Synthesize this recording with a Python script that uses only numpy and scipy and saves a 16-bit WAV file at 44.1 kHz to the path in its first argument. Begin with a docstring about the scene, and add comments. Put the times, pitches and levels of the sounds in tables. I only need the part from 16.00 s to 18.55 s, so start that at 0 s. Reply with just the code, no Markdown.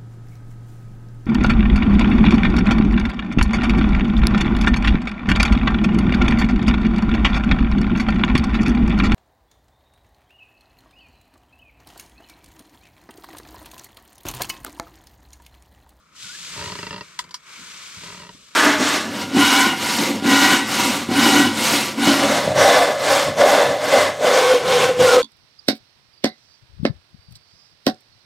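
"""Inside a tent on ice, an angler leans down to a small reel, clicks it twice and straightens up.
The nylon jacket swishes first, as grainy noise, and its weave zips once as a gliding tone. Soft bumps and
a rumble of filtered noise join in, and something under the shifting weight, probably the seat, creaks in
stick-slip knocks of ringing modes. The reel snaps on press and release and rings its case; then come a second
swish and a softer creak. A faint whir of throbbing noise lies underneath throughout."""
import sys
import numpy as np
from scipy import signal
from scipy.fft import rfft, irfft
from scipy.io import wavfile

SR = 44100
rng = np.random.default_rng(int(sys.argv[2]) if len(sys.argv) > 2 else 0)


def wrap_up_sound(samples):
    """Save the sound to the file named by the first command line argument, as 16-bit audio."""
    columns = np.atleast_2d(samples).T
    # keep every value between -1 and 1, then stretch to whole-number steps
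    tamed = np.clip(columns, -1, 1)
    steps = np.round(tamed * 32767).astype(np.int16)
    wavfile.write(sys.argv[1], SR, steps)


N = 112455
T = np.arange(N) / SR


def amp(db):
    """Amplitude gain is ten to the power of decibels over twenty."""
    return 10 ** (np.asarray(db) / 20)


def unit(x):
    """Normalisation to an rms of 1."""
    return x / np.sqrt(np.mean(x ** 2) + 1e-20)


def blow(x):
    """Energy normalisation: a short sound gets the energy of rms 1 held for a fixed time."""
    held_s = 0.01
    return unit(x) * np.sqrt(held_s * SR / x.shape[-1])


def read(points, hz):
    """Interpolation of a spectrum along a logarithmic frequency axis."""
    f, value = np.transpose(points)
    return np.interp(np.log(hz + 1), np.log(f + 1), value)


def curve(rows, axis=1):
    """Linear interpolation of one column of a time table at every sample."""
    rows = np.array(rows)
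    return np.interp(T, rows[:, 0], rows[:, axis])


def pan(db):
    """Interchannel level difference: left and right gains, positive towards the left."""
    return amp([[db / 2], [-db / 2]])


def add(mix, s, sound):
    """Superposition: mixes a sound in place at a time in seconds."""
    part = mix[..., max(round(s * SR), 0):][..., :sound.shape[-1]]
    part += sound[..., :part.shape[-1]]


def colour(white, spectrum, extra_db=0):
    """Spectral shaping and partial coherence: mid and side noises set the likeness of the channels."""
    # Likeness of the two channels: (frequency [Hz], correlation [-1 to 1])
    likeness = [(60, 0.96), (500, 0.73), (3100, 0.7), (6000, 0.33), (15000, 0.05)]
    hz = np.fft.rfftfreq(white.shape[-1], 1 / SR)
    a, b = rfft(white)
    alike = np.clip(read(likeness, hz), -1, 1)
    mid = a * np.sqrt(1 + alike)
    side = b * np.sqrt(1 - alike)
    shaped = np.array([mid + side, mid - side]) * amp(read(spectrum, hz) + extra_db)
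    return unit(irfft(shaped, white.shape[-1]))


def noise(spectrum, size=N, extra_db=0):
    """Stereo Gaussian noise shaped to a spectrum."""
    return colour(rng.standard_normal((2, size)), spectrum, extra_db)


def wander(hz):
    """Random modulation: low-passed Gaussian noise of rms 1."""
    spectrum = rfft(rng.standard_normal(N))
    return unit(irfft(spectrum * (np.fft.rfftfreq(N, 1 / SR) < hz), N))


def fade(t, t60):
    """Exponential decay by 60 dB in the time t60."""
    return np.exp(-np.log(1000) * t / t60)


def mode(t, hz, swell_s, t60):
    """Resonant mode: a sine that swells, then decays exponentially."""
    swell = np.sin(np.pi / 2 * np.minimum(t / swell_s, 1))
    return np.sin(2 * np.pi * hz * t) * swell * fade(np.maximum(t - swell_s, 0), t60)


def creak():
    """Stick-slip friction: each slip cracks and rings the same body, never at quite the same pitch."""
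    # Slips of the creak: (time [s], level [dB])
    slips = [(.5615, -37), (0.576, -35.5), (.593, -33), (0.6115, -32.5), (0.624, -32), (0.64, -33.5),
             (.659, -32.5), (0.6767, -33), (0.6986, -32), (0.72, -30.5), (0.753, -32), (0.7881, -30.5),
             (0.8292, -30), (0.8669, -30.5), (.9072, -30.5), (0.928, -31.5), (0.942, -33), (0.9613, -33),
             (.9795, -36), (1.0087, -32.5), (2.033, -38.5), (2.057, -44), (2.063, -42), (2.081, -41),
             (2.101, -40), (2.123, -41), (2.145, -40.5), (2.173, -43), (2.199, -40.5), (2.2195, -40),
             (2.233, -41), (2.249, -43), (2.266, -43.5), (2.2913, -38)]
    # Modes of the creaking thing, probably a seat:
    # (mean frequency [Hz], mean level on the hardest slip [relative dB], swell [s], t60 [s])
    seat_modes = [(105.5, -8.5, 0.0048, 0.067), (182.5, -7.5, 0.0044, 0.23), (290, -11, 0.0056, 0.051),
                  (416.4, -5.5, 0.0074, 0.054), (588, -6.5, .007, 0.05), (948.6, 0.5, 0.0048, 0.042),
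                  (1240, -2.5, 0.0017, 0.023), (1899, -2, 0.0043, 0.023), (2780, -0.5, 0.0025, 0.031),
                  (3326, -6, 0.0018, .016), (4160, -4, 0.0013, .014), (4700, 0.5, .001, 0.019)]
    # Dry crack of a slip: (frequency [Hz], spectral density [relative dB])
    crack_spectrum = [(100, -26), (750, -3), (1000, -4.5), (1500, -1.5), (2400, -11), (4800, -6.5),
                      (5600, -12), (12000, -60)]
    crack_db, crack_t60_s = -6.5, 0.064  # level relative to the ring
    # softer slips ring duller: dB lost at dull_hz for each dB below the hardest
    dulling, dull_hz = 0.15, 4500
    vary_db, detune = 1.5, 0.022  # standard deviations of mode level and relative pitch
    out, t = np.zeros((2, N)), np.arange(SR // 5) / SR
    same = rng.standard_normal((2, len(t)))  # the part that all cracks share
    hardest = max(db for s, db in slips)
    for s, db in slips:
        ring, dull_db = 0, dulling * (db - hardest)
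        for k, (hz, mode_db, swell_s, t60) in enumerate(seat_modes):
            louder, higher = rng.standard_normal(2)
            gain = amp(mode_db + dull_db * (hz / dull_hz) ** 2 + vary_db * louder)
            # neighbouring modes start with opposite signs
            ring = ring + (-1) ** k * gain * mode(t, hz * (1 + detune * higher), swell_s, t60)
        crack = colour(same + rng.standard_normal(same.shape), crack_spectrum) * fade(t, crack_t60_s)
        add(out, s, amp(db) * (blow(ring) + amp(crack_db) * blow(crack)))
    return out * pan(-0.4)


def reel():
    """Impact excitation: plastic snaps ring the case, low and hollow on press, bright on release."""
    # Clicks of the reel: (time [s], level of the snap [dB], centre of the snap [Hz],
    # level of the case's ring [dB], 0 press or 1 release)
    clicks = [(1.1886, -36, 6000, -56, 0), (1.1902, -25, 2770, -24.5, 0), (1.2401, -47.5, 1500, -46, 0),
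              (1.2912, -53, 1700, -51.5, 0), (1.3087, -43.5, 4300, -42.5, 1),
              (1.342, -30.5, 4800, -35.5, 1), (1.347, -38.5, 5960, -42, 1)]
    # Snap of a click, ahead of its focus: (frequency [Hz], spectral density [relative dB])
    snap_spectrum = [(100, -28), (750, -18.5), (1050, 0), (1900, 1), (2450, -9.5), (3000, 0.5), (4800, 1.5),
                     (8500, -6.5), (10000, -11.5), (13000, -16.5), (15500, -40)]
    # Modes of the case: (frequency [Hz], level on the press [relative dB],
    # level on the release [relative dB], t60 [s])
    case_modes = [(991, -1, -2, 0.027), (1288, -7.5, -14, 0.023), (1990, -6.5, -13, 0.021),
                  (3046, -8.5, -4, 0.03), (4727, -4, -1, 0.032), (5580, -24, -5, 0.043),
                  (7100, -6, -8, 0.05)]
    rise_s, snap_t60_s = 0.0013, 0.027
    tail_db, tail_t60_s = -15, 0.088  # weaker, slower second decay
    focus_boost_db, focus_octaves = 5, 0.33  # each snap is lifted around its centre
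    press_swell_cycles, release_swell_cycles = 7, 2
    out, t = np.zeros((2, N)), np.arange(SR // 5) / SR
    bins = np.fft.rfftfreq(len(t), 1 / SR) + 1
    decay = fade(t, snap_t60_s) + amp(tail_db) * fade(t, tail_t60_s)
    shape = np.minimum(t / rise_s, 1) * decay
    for s, snap_db, centre_hz, ring_db, released in clicks:
        swell_cycles = release_swell_cycles if released > .5 else press_swell_cycles
        ring = 0
        for hz, press_db, release_db, t60 in case_modes:
            gain = amp(release_db if released > .5 else press_db)
            ring = ring + gain * mode(t, hz, swell_cycles / hz, t60)
        focus_db = focus_boost_db * np.exp(-(np.log2(bins / centre_hz) / focus_octaves) ** 2)
        snap = blow(noise(snap_spectrum, size=len(t), extra_db=focus_db) * shape)
        add(out, s, amp(snap_db) * snap + amp(ring_db) * blow(ring))
    return out * pan(1)


def jacket():
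    """Textile friction: nylon on nylon makes dense tiny catches in a fluttering hiss, and one short zip."""
    # Swish of the jacket: (time [s], mean level of the treble [dB], mean level of the mids [dB])
    swish_levels = [(0, -65.5, -72.5), (.125, -63.5, -60.5), (.17, -44, -60), (.225, -38, -51.5),
                    (.4, -37, -50.5), (.55, -35, -41), (.7, -37.5, -42.5), (.85, -41.5, -43.5),
                    (.97, -48, -49.5), (1.17, -51, -51.5), (1.28, -61.5, -55), (1.41, -58, -56.5),
                    (1.5, -45.5, -45), (1.62, -41.5, -45), (2.06, -39.5, -45), (2.17, -42, -46.5),
                    (2.28, -50.5, -55.5), (2.4, -50.5, -64), (2.55, -50.5, -52.5)]
    # Treble part of the swish: (frequency [Hz], spectral density [relative dB])
    treble_spectrum = [(100, -74), (1200, -12), (2400, -3), (3400, 1), (5500, -1), (7700, -2), (9000, -8),
                       (10000, -15), (12000, -16.5), (15000, -31)]
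    # Middle part of the swish: (frequency [Hz], spectral density [relative dB])
    mids_spectrum = [(60, -24), (400, -10.5), (780, -10), (1050, -1), (1400, 2.5), (1900, -2.5), (2250, 4),
                     (2700, -5), (6000, -28)]
    # Zip of the weave as the sleeve speeds up: (time [s], mean pitch [Hz], mean level [dB])
    zip_track = [(.24, 1515, -48), (.277, 1405, -53), (.302, 1485, -42), (.32, 1540, -51),
                 (.353, 1685, -42.5), (.37, 1790, -64)]
    catches_per_s, catch_db, catch_share = 3000, 0.5, 0.22  # share is of the noise power
    flutter_db, flutter_hz = -0.76, 58.4  # rms depth (the sign is immaterial), highest rate
    zip_jitter, zip_flutter_db = 0.016, 2.5  # rms of relative pitch and of level

    strength = amp(catch_db * np.minimum(rng.exponential(1, N), 4))
    catches = (rng.random(N) < catches_per_s / SR) * strength
    grip = np.sqrt(1 - catch_share + catch_share * unit(catches) ** 2)
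    flutter = flutter_db * wander(flutter_hz)
    treble = colour(grip * rng.standard_normal((2, N)), treble_spectrum)
    treble = treble * amp(curve(swish_levels, axis=1) + flutter)
    mids = colour(grip * rng.standard_normal((2, N)), mids_spectrum)
    mids = mids * amp(curve(swish_levels, axis=2) + flutter)

    turns = np.cumsum(curve(zip_track) * (1 + zip_jitter * wander(200))) / SR
    weave = np.sqrt(2) * np.sin(2 * np.pi * turns)
    weave = weave * amp(curve(zip_track, axis=2) + zip_flutter_db * wander(90))
    weave = weave * (T > zip_track[0][0]) * (T < zip_track[-1][0])
    return treble * pan(2.5) + (mids + weave) * pan(0.98)


def body():
    """Low-frequency impact and rumble: band-limited noise swells and bumps as the weight shifts."""
    # Rumble of the moving body: (time [s], level [dB])
    rumble_levels = [(0, -66.5), (.45, -55.5), (.54, -50), (.58, -42.5), (.72, -46), (.97, -48),
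                     (1.12, -65.5), (1.25, -54), (1.42, -67), (1.7, -57.5), (1.9, -61), (2.05, -49.5),
                     (2.37, -56.5), (2.46, -63)]
    # Colour of the rumble: (frequency [Hz], spectral density [relative dB])
    rumble_spectrum = [(28, -30), (45, -4.5), (120, -4.5), (175, 3.5), (240, -6), (800, -12), (2000, -59)]
    # Soft bumps of boots and knees: (time [s], length [s], relative level [dB], centre [Hz])
    soft_bumps = [(0.218, 0.085, -52, 159), (.552, 0.095, -42.5, 95), (.64, 0.09, -43.5, 85.5),
                  (1.562, 0.092, -50, 190), (1.948, 0.077, -49, 99), (2.34, 0.022, -48.5, 171)]
    step_octaves = 0.53  # spacing of the points across a bump's spectral hump
    out = noise(rumble_spectrum) * amp(curve(rumble_levels))
    for s, length, db, hz in soft_bumps:
        hump = [(hz * 2 ** (k * step_octaves), -5 * k * k) for k in range(-4, 5)]
        window = np.hanning(int(length * SR))
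        bump = unit(noise(hump)[:, :len(window)] * window)
        add(out, s, amp(db) * bump * 0.67)
    return out


def whir():
    """Amplitude modulation: a faint band of noise throbs sinusoidally in the background."""
    # Whir: (frequency [Hz], spectral density [relative dB])
    whir_spectrum = [(800, -31), (1000, 2), (1285, 13), (2200, -20)]
    carrier_db, throb_hz, depth = -62, 34.3, 0.37
    throb = 1 + depth * np.sin(2 * np.pi * throb_hz * T)
    return amp(carrier_db) * noise(whir_spectrum) * throb


def tent(x):
    """Diffuse reflection: convolution with a short noise tail for the cloth walls and the ice."""
    t60_s, first_s = 0.083, 0.004  # decay time, delay of the first reflection
    t = np.arange(SR // 5) / SR
    tail = noise([(100, -10.5), (15000, 5.0)], size=len(t)) * fade(t, t60_s) * (t > first_s)
    return signal.fftconvolve(x, tail / np.linalg.norm(tail[0]), axes=1)[:, :N]


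def scene():
    """Superposition of all sources; only the creak and the reel excite the tent's reflections."""
    knocks = creak() + reel()
    return knocks + amp(-7) * tent(knocks) + jacket() + body() + whir()


def record(dry):
    """Linear filtering: a hollow in the low mids, a slight lag on the left, then a band limit."""
    dip_hz, dip_width_hz, dip_db = 760, 100, -6
    left_lag_s, edge_hz = 0.00005, 15600
    hz = np.fft.rfftfreq(N, 1 / SR)
    spectrum = rfft(dry) * amp(dip_db * np.exp(-((hz - dip_hz) / dip_width_hz) ** 2))
    spectrum[0] *= np.exp(-2j * np.pi * hz * left_lag_s)  # a delay is a linear phase
    low_pass = signal.firwin(401, edge_hz, window=("kaiser", 9), fs=SR)
    return signal.oaconvolve(irfft(spectrum, N), low_pass[None], "same")


dry = scene()
out = record(dry)
wrap_up_sound(out)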